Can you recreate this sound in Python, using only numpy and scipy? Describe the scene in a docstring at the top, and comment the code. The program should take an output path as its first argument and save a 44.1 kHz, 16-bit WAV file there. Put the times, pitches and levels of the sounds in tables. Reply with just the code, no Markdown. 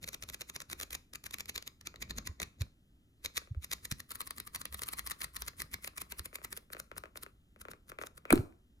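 """A dry, close flutter of pages: a thick soft-cover book is riffled under a thumb in a small quiet room.
Each page edge slides along the thumb, scrapes free and snaps straight, wafting a little air.
Some edges only catch with a tick, and bundles of pages push out air in low thumps.
Near the end the pages swing loosely and flap down; the last leaves and the cover slap shut with a thud.
A faint room hum lies under it all."""
import sys
import numpy as np
from scipy import signal
from scipy.fft import rfft, irfft
from scipy.io import wavfile
from scipy.ndimage import uniform_filter1d

SR = 44100
rng = np.random.default_rng(int(sys.argv[2]) if len(sys.argv) > 2 else 0)


def file_out(sig):
    """Save sig as 16-bit WAV at sys.argv[1]."""
    # one column per channel
    cols = np.atleast_2d(sig).T
    # limit, then scale
    lim = np.clip(cols, -1, 1)
    pcm = np.round(lim * 32767).astype(np.int16)
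    wavfile.write(sys.argv[1], SR, pcm)


N = 388080

# The thumb's hold. Each row: time in seconds, edge contact from pressed 0 to glancing 1,
# page looseness from 0 to 1, snap against scrape in dB, slide length in seconds.
THUMB_GRIP = [(0, 0.32, 1, -8, 0.021), (1.5, 0.28, 0.32, -8.5, 0.014), (2.1, 0.011, 0.27, -2, 0.016),
              (3.8, 0.27, 0.14, -9.5, 0.02), (4.15, 1, 0.16, -4.5, 0.021), (5.5, 0.63, 0.01, -2.5, 0.023),
              (6.4, 0.68, 0.62, -5, 0.017), (7.0, 0.64, 0.85, -9, 0.014), (8.2, 0.65, 1, -3.5, 0.02)]
# Edges catching on the thumb, pages sliding off it and loose leaves flapping onto the pile.
# Each row: start in seconds, level in dB before each layer's trim.
EDGE_CATCHES = [(0.028, -38), (0.0756, -34), (0.131, -36.5), (0.2246, -30), (0.2882, -32.5),
                (0.4088, -30.5), (0.6021, -32), (0.6984, -34), (0.811, -27.5), (0.82, -33.5),
                (0.906, -33.5), (0.9432, -36.5), (1.134, -34), (1.2392, -36), (1.308, -35), (1.384, -34),
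                (1.4564, -38.5), (1.5781, -24.5), (1.624, -36.5), (1.811, -41), (1.9584, -40), (2.4, -26.5),
                (2.4173, -26.5), (2.6093, -34), (3.248, -25.5), (3.37, -27), (3.714, -24.5), (3.7245, -27),
                (3.9139, -21.5), (4.1064, -32.5), (4.205, -25.5), (4.307, -26.5), (4.4001, -27.5),
                (4.5483, -26.5), (4.654, -26), (4.7252, -36), (4.8179, -27), (4.9851, -29.5), (5.0647, -32),
                (5.109, -26.5), (5.2049, -37)]
PAGE_TURNS = [(0.0406, -32.5), (0.0872, -29), (0.145, -29.5), (0.236, -34), (0.298, -33), (0.3435, -29.5),
              (0.417, -29.5), (0.4974, -32.5), (0.561, -27.5), (0.6171, -33.5), (0.714, -32.5),
              (0.7289, -27.5), (0.7996, -30), (0.831, -27), (0.9296, -29), (0.95, -26.5), (1.1549, -32),
              (1.264, -29.5), (1.3409, -25.5), (1.4058, -27.5), (1.494, -27.5), (1.559, -27),
              (1.6752, -30.5), (1.8707, -28.5), (2.024, -26.5), (2.1074, -29.5), (2.183, -27),
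              (2.2723, -27.5), (2.4292, -27), (2.617, -30), (3.2586, -26), (3.376, -20), (3.6439, -29.5),
              (3.7316, -21.5), (3.8526, -28.5), (3.9225, -29), (4.0017, -32.5), (4.1168, -29),
              (4.1544, -31), (4.2138, -28), (4.2726, -32), (4.3808, -33.5), (4.474, -34), (4.5588, -26.5),
              (4.6145, -31), (4.744, -27.5), (4.7921, -33.5), (4.8331, -27.5), (4.886, -26), (4.9337, -27),
              (4.9925, -25), (5.072, -28), (5.1147, -26), (5.217, -26.5), (5.2429, -25.5), (5.3653, -27),
              (5.4194, -26), (5.481, -27), (5.6013, -28.5), (5.618, -27.5), (5.7407, -26.5),
              (5.8444, -30.5), (5.8748, -28.5), (5.9789, -29), (6.0158, -27.5), (6.1212, -28.5),
              (6.1931, -28), (6.2571, -31), (6.355, -28.5), (6.447, -28), (6.527, -28.5), (6.573, -29.5),
              (6.7318, -30.5), (6.799, -29.5), (6.979, -28.5), (7.1722, -32), (7.2326, -31), (7.614, -36.5),
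              (7.7134, -36.5), (7.896, -38), (8.0231, -38), (8.068, -36), (8.177, -40.5)]
LEAF_FLAPS = [(1.94, -46), (3.415, -51), (3.472, -53), (3.546, -52.5), (6.328, -46.5), (6.384, -48.5),
              (6.415, -48.5), (6.701, -48), (6.747, -40.5), (6.766, -40.5), (6.914, -38.5), (6.964, -42.5),
              (7.036, -37), (7.055, -44.5), (7.156, -41.5), (7.262, -42.5), (7.56, -52), (7.651, -40.5),
              (7.683, -38), (7.733, -43.5), (7.917, -38.5), (7.986, -34), (8.013, -34), (8.035, -34.5),
              (8.252, -37.5), (8.523, -61)]
# The bent leaf's resonance, shifting with the grip. Each row: time in seconds, centre in Hz.
LEAF_RESONANCE = [(3.8, 2350), (4.2, 1120), (5.4, 1220), (5.6, 2180), (6.3, 2370), (6.7, 1390)]
# How hard the pages waft air. Each row: time in seconds, typical puff level in dB.
DRAUGHT_LEVEL = [(0, -55), (1.85, -57.5), (2.03, -45.5), (2.5, -48), (4.1, -58), (5.4, -56), (8.2, -61)]
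# Bundles of pages and the cover pushing out air and clapping.
# Each row: time in seconds, level in dB, pitch in Hz, rough half length in cycles.
AIR_THUDS = [(2.299, -34.5, 75, 0.46), (2.615, -25, 92, 0.57), (3.516, -31, 103.3, 0.59),
             (3.576, -28.5, 70, 0.52), (3.923, -27, 120, 0.23), (4.728, -44, 68.4, 1.6),
             (5.043, -47, 56, 2.2), (5.425, -44, 56, 1.16), (6.203, -39.5, 67.6, 0.43),
             (8.323, -19, 200, 0.28), (8.328, -9, 980, 0.39), (8.3367, -8.5, 305, 0.84),
             (8.371, -27.5, 350, 1.1), (8.396, -24, 102.3, 0.65)]
# The last leaves and the cover clapping shut.
# Each row: time in seconds, slap level in dB, scrape level in dB, looseness from 0 to 1.
CLOSING_SLAPS = [(8.3059, -19, -28, 0.92), (8.327, -24, -19.5, 0.8), (8.3572, -42, -37.5, 0.2),
                 (8.3774, -37.5, -57.5, 0.57)]

# Tone colours. Each row: frequency in Hz, relative level in dB.
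HUM_EQ = [(20, -6), (60, 2.5), (130, -8), (280, -10), (480, -27.5), (1300, -30), (2100, -37), (3000, -28),
          (4500, -39)]
PRESSED_EDGE_EQ = [(1100, -11.5), (2500, -3), (3100, -9.5), (3800, 3.5), (5000, -6.5), (6900, -1.5),
                   (7900, -15.5), (13500, -11.5), (16000, -28.5)]
GLANCING_EDGE_EQ = [(780, -22.5), (1100, 3.5), (1550, -6), (2200, -5), (3000, -6), (4000, -10), (7500, -9),
                    (9000, 2), (11500, -2.5), (13300, -2.5), (16000, -11)]
TAUT_SNAP_EQ = [(150, -9), (500, -12.5), (800, -17.5), (1080, -1.5), (1500, -10), (1900, -1.5),
                (2300, -5.5), (3000, -14), (4200, -1.5), (9000, -33)]
LOOSE_SNAP_EQ = [(150, -28.5), (330, -5), (580, -2.5), (800, -16), (1080, -5.5), (1400, -3.5), (1850, -15),
                 (2450, -10), (3100, -23), (5000, -36)]
PUFF_EQ = [(20, -27.5), (55, 2), (110, -8.5), (200, -11), (6000, -70)]
CLOSING_SCRAPE_EQ = [(1100, 5.5), (2900, -13.5), (4000, -0.5), (5400, -30.5), (8600, 0.5), (16000, -6.5)]
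SHUDDER_EQ = [(70, 3.5), (350, -8.5), (650, -19.5), (2400, -35.5)]
ROOM_TAIL_EQ = [(300, -12.5), (700, -15), (2100, -20), (5000, -18), (13000, -23)]

# The room's decay. Each row: frequency in Hz, seconds to fall by 60 dB.
ROOM_DECAY = [(100, 0.1), (330, 0.33), (800, 0.38), (5000, 0.3)]
# Phase across the microphone pair. Each row: frequency in Hz, the left side's lead in radians.
MIC_PHASE = [(200, 0), (420, .25), (700, 1.2), (1000, 2.8), (1250, 4.2), (1700, 4.7), (1950, 6.2),
             (2150, 8.3), (4000, 10.9), (5000, 11.5), (6500, 13.3), (7600, 12.4), (8600, 9.4),
             (15100, -3.1)]
# Balance across the pair. Each row: frequency in Hz, left minus right in dB.
MIC_BALANCE = [(800, 0), (1050, 3.5), (1350, 10), (1750, 4), (2600, 0)]

LET_GO_S = 0.0017  # a catch, turn or flap hits this long after its start


def from_db(db):
    """Decibels to gain."""
    return 10 ** (np.asarray(db) / 20)


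def rms_one(x):
    """Scale to unit rms."""
    return x / np.sqrt(np.mean(x ** 2) + 1e-20)


def with_level(x, db, seconds=0.0033):
    """Give a short stereo sound the energy of this level held for so many seconds."""
    return x * from_db(db) * np.sqrt(2 * seconds * SR / np.sum(x ** 2))


def at_time(rows, s):
    """The columns of a curve at time s."""
    times, *columns = np.transpose(rows)
    return [np.interp(s, times, column) for column in columns]


def at_hz(points, hz):
    """Read a curve on a log-frequency axis."""
    knots, values = np.transpose(points)
    return np.interp(np.log(np.maximum(hz, 1)), np.log(knots), values)


def bins(size):
    """Frequencies of a real FFT."""
    return np.fft.rfftfreq(size, 1 / SR)


def coloured(x, eq, ripple_db=0):
    """Shape x with an EQ curve and optional random ripple, at unit rms."""
    hz, knots = bins(x.shape[-1]), np.geomspace(1000, 16000, 40)
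    ripple = at_hz(np.column_stack([knots, rng.standard_normal(len(knots))]), hz)
    gain = from_db(at_hz(eq, hz) + ripple_db * ripple)
    return rms_one(irfft(rfft(x) * gain, x.shape[-1]))


def widened(mid, side, side_db):
    """Left and right from mid and side."""
    return mid + from_db(side_db) * side * [[1], [-1]]


def around(size=4096):
    """Time axis of a short sound in seconds, zero in the middle."""
    return (np.arange(size) - size // 2) / SR


def swell(t, rise_s, fall_s):
    """Exponential rise up to t = 0, exponential fall after it."""
    return np.exp(np.where(t < 0, t / rise_s, -t / fall_s))


def add(track, s, sound):
    """Mix in a short sound with its middle at time s."""
    size = sound.shape[-1]
    start = round(s * SR) - size // 2
    low, high = max(start, 0), min(start + size, N)
    track[..., low:high] += sound[..., low - start:high - start]


def room_hum(level_db=-65.5):
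    """A bed of low, nearly mono room noise."""
    mid, side = [coloured(noise, HUM_EQ) for noise in rng.standard_normal((2, N))]
    return from_db(level_db) * widened(mid, side, side_db=-17.5)


def edge_colour(glancing, vary=0.11):
    """An edge pressed into the thumb rasps in the middle treble; a glancing one is hollow and airy."""
    hz = np.geomspace(300, 17000, 120)
    blend = np.clip(glancing + vary * rng.standard_normal(), 0, 1)
    eq_db = (1 - blend) * at_hz(PRESSED_EDGE_EQ, hz) + blend * at_hz(GLANCING_EDGE_EQ, hz)
    return np.column_stack([hz, eq_db])


def fibres(t, eq, grain_db=5.0, slip_db=2.5):
    """Paper friction: fibres catch and let go in tiny clumps and longer slips."""
    grains, slips = [rms_one(uniform_filter1d(rng.standard_normal(len(t)), size)) for size in (24, 130)]
    noise = rng.standard_normal((2, len(t))) * from_db(grain_db * grains + slip_db * slips)
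    return widened(*coloured(noise, eq, ripple_db=2.0), side_db=-9.0)


def snap(t, loose, lag_s=0.002754, ring_s=0.0061, ring_db=-24, swish_s=0.028, swish_db=-34, vary_db=3):
    """A bending wave runs through the freed page: lows lag behind, so the snap chirps downward."""
    hz = bins(len(t))
    ripple = rms_one(uniform_filter1d(rng.standard_normal(len(hz)), size=50))  # no two pages bend alike
    eq_db = (1 - loose) * at_hz(TAUT_SNAP_EQ, hz) + loose * at_hz(LOOSE_SNAP_EQ, hz) + vary_db * ripple
    delay_s = lag_s * (500 / np.maximum(hz, 250)) ** 1.7
    chirp = np.exp(-2j * np.pi * np.cumsum(delay_s) * hz[1])
    ring = from_db(ring_db) * swell(t, ring_s, ring_s)  # scattered back from spine and edges
    swish = from_db(swish_db) * swell(t, ring_s, swish_s)  # the whole leaf sweeps through the air
    kick = (t == 0) + (t > 0) * (ring + swish) * rng.standard_normal((2, len(t))) / 2
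    low_cut = hz / np.hypot(hz, 150)
    return irfft(rfft(kick) * from_db(eq_db) * chirp * low_cut)


def catches(tick_db=-9.0, bend_db=-8.0, lighter=0.05):
    """An edge flicks lightly against the thumb: a short dry tick that bends the page a little."""
    out, t = np.zeros((2, N)), around()
    for s, db in EDGE_CATCHES:
        glancing, loose, snap_db, _ = at_time(THUMB_GRIP, s)
        tick = fibres(t, edge_colour(glancing + lighter)) * swell(t, rise_s=0.0014, fall_s=0.0011)
        bend = with_level(snap(t, loose), db + snap_db + bend_db)
        add(out, s + LET_GO_S, with_level(tick, db + tick_db) + bend)
    return out


def leaf_resonance(x, centre_hz, boost_db=4.5, width_octaves=0.22):
    """The bent leaf resonates: a narrow bell boost."""
    octaves = np.log2(np.maximum(bins(x.shape[-1]), 1) / centre_hz)
    return irfft(rfft(x) * from_db(boost_db * np.exp(-(octaves / width_octaves) ** 2)))


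def pages(scrape_db=-9, release_s=0.0024, slide_lighter=0.28, settle_s=0.046, settle_spread_s=0.0071):
    """Each page slides and rustles, lets go with a scrape and a crack, snaps straight and lands softly."""
    slide_db, rustle_db, crack_db = -11, -24, -3.5  # trims on top of the scrape's
    settle_db = -21  # against the snap
    out, t = np.zeros((2, N)), around(size=8192)
    for (start, db), late in zip(PAGE_TURNS, rng.standard_normal(len(PAGE_TURNS))):
        glancing, loose, snap_db, slide_s = at_time(THUMB_GRIP, start)
        leaf_hz, = at_time(LEAF_RESONANCE, start)
        s, edge_db = start + LET_GO_S, db + scrape_db
        slide_eq, release_eq = edge_colour(glancing + slide_lighter), edge_colour(glancing)
        slide = fibres(t, slide_eq) * np.exp(-(t / np.where(t < 0, slide_s, release_s)) ** 2)
        scrape = fibres(t, release_eq) * swell(t, rise_s=0.0036, fall_s=release_s)
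        crack = fibres(t, release_eq) * swell(t, rise_s=0.00037, fall_s=0.00037)
        rustle = fibres(t, TAUT_SNAP_EQ) * swell(t, rise_s=0.0079, fall_s=0.024)
        friction = from_db(edge_db + slide_db) * slide + from_db(edge_db + rustle_db) * glancing * rustle
        release = with_level(scrape, edge_db) + with_level(crack, edge_db + crack_db)
        straighten = with_level(snap(t, loose), edge_db + snap_db)
        add(out, s, leaf_resonance(friction + release + straighten, leaf_hz))
        landing = with_level(snap(around(), loose=0.84), edge_db + snap_db + settle_db)
        add(out, s + settle_s + settle_spread_s * late, landing)
    return out


def draught(vary_db=4.1):
    """Each turning page wafts a soft puff of air at the microphone."""
    out, t = np.zeros(N), around(size=16384)
    for s, _ in PAGE_TURNS:
        db, = at_time(DRAUGHT_LEVEL, s)
        gain = from_db(db + vary_db * rng.standard_normal())
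        puff = coloured(rng.standard_normal(len(t)), PUFF_EQ) * swell(t, rise_s=0.025, fall_s=0.034)
        add(out, s, gain * puff)
    return out


def flaps(trim_db=-2):
    """A free leaf lands flat: a clean, hollow bending wave."""
    out, t = np.zeros((2, N)), around()
    for s, db in LEAF_FLAPS:
        flap = snap(t, loose=0.85, lag_s=0.0035, ring_db=-36, swish_db=-33, vary_db=1.3)
        add(out, s + LET_GO_S, with_level(flap, db + trim_db))
    return out


def thuds(rise=0.56, fall=0.98):
    """Air squeezed from between the leaves: a brief pressure swing that builds fast and dies."""
    out, t = np.zeros(N), around(size=16384)
    for s, db, hz, cycles in AIR_THUDS:
        half_lengths = np.clip(t * hz / cycles, -50, 50)
        envelope = 2 / (np.exp(-half_lengths / rise) + np.exp(half_lengths / fall))
        add(out, s, from_db(db) * np.cos(2 * np.pi * hz * t) * envelope)
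    return out


def closing():
    """The book claps shut: each leaf scrapes past its neighbours and slaps flat."""
    out, t = np.zeros((2, N)), around()
    for s, slap_db, scrape_db, loose in CLOSING_SLAPS:
        scrape = fibres(t, CLOSING_SCRAPE_EQ) * swell(t, rise_s=0.0008, fall_s=0.0009)
        slap = snap(t, loose, swish_db=-34.5)
        add(out, s, with_level(scrape, scrape_db) + with_level(slap, slap_db))
    return out


def shudder(peak_s=8.342, level_db=-31.5):
    """The shut block of leaves shudders: a short, dull rush of noise."""
    out, t = np.zeros(N), around(size=32768)
    rush = coloured(rng.standard_normal(len(t)), SHUDDER_EQ) * swell(t, rise_s=0.01, fall_s=0.044)
    add(out, peak_s, from_db(level_db) * rush)
    return out


def room_reverb(x, build_s=0.004):
    """The small room's diffuse tail dies band by band, partly alike in both ears."""
    t = np.arange(SR // 2) / SR
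    hz, band_edges = bins(len(t)), np.geomspace(40, 20000, 13)
    mid, side = rfft(rng.standard_normal((2, len(t))))
    spectrum = widened(mid, side, side_db=-4.5) * from_db(at_hz(ROOM_TAIL_EQ, hz))
    tail = 0
    for low, high in zip(band_edges, band_edges[1:]):
        band = irfft(spectrum * (hz >= low) * (hz < high), len(t))
        t60 = at_hz(ROOM_DECAY, np.sqrt(low * high))
        envelope = from_db(-60 * t / t60) * (1 - np.exp(-t / build_s))
        tail = tail + band * envelope / np.linalg.norm(envelope)
    return signal.fftconvolve(x.mean(axis=0)[None], tail)[:, :N]


def scene():
    """The book and its reverb over the room's hum, with the draught left dry."""
    book = pages() + catches() + flaps() + closing() + shudder() + thuds()
    return room_hum() + book + room_reverb(book) + draught()


def record(dry, cutoff_hz=16300):
    """Two microphone ports differ in phase and level by frequency; the top is cut."""
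    hz, sides = bins(N), np.array([[.5], [-.5]])
    pair = from_db(sides * at_hz(MIC_BALANCE, hz)) * np.exp(1j * sides * at_hz(MIC_PHASE, hz))
    pair /= np.sqrt(np.mean(np.abs(pair) ** 2, axis=0))  # constant power across the pair
    high_cut = signal.ellip(10, .3, 80, cutoff_hz, fs=SR, output="sos")
    return signal.sosfilt(high_cut, irfft(rfft(dry) * pair, N))


dry = scene()
out = record(dry)
file_out(out)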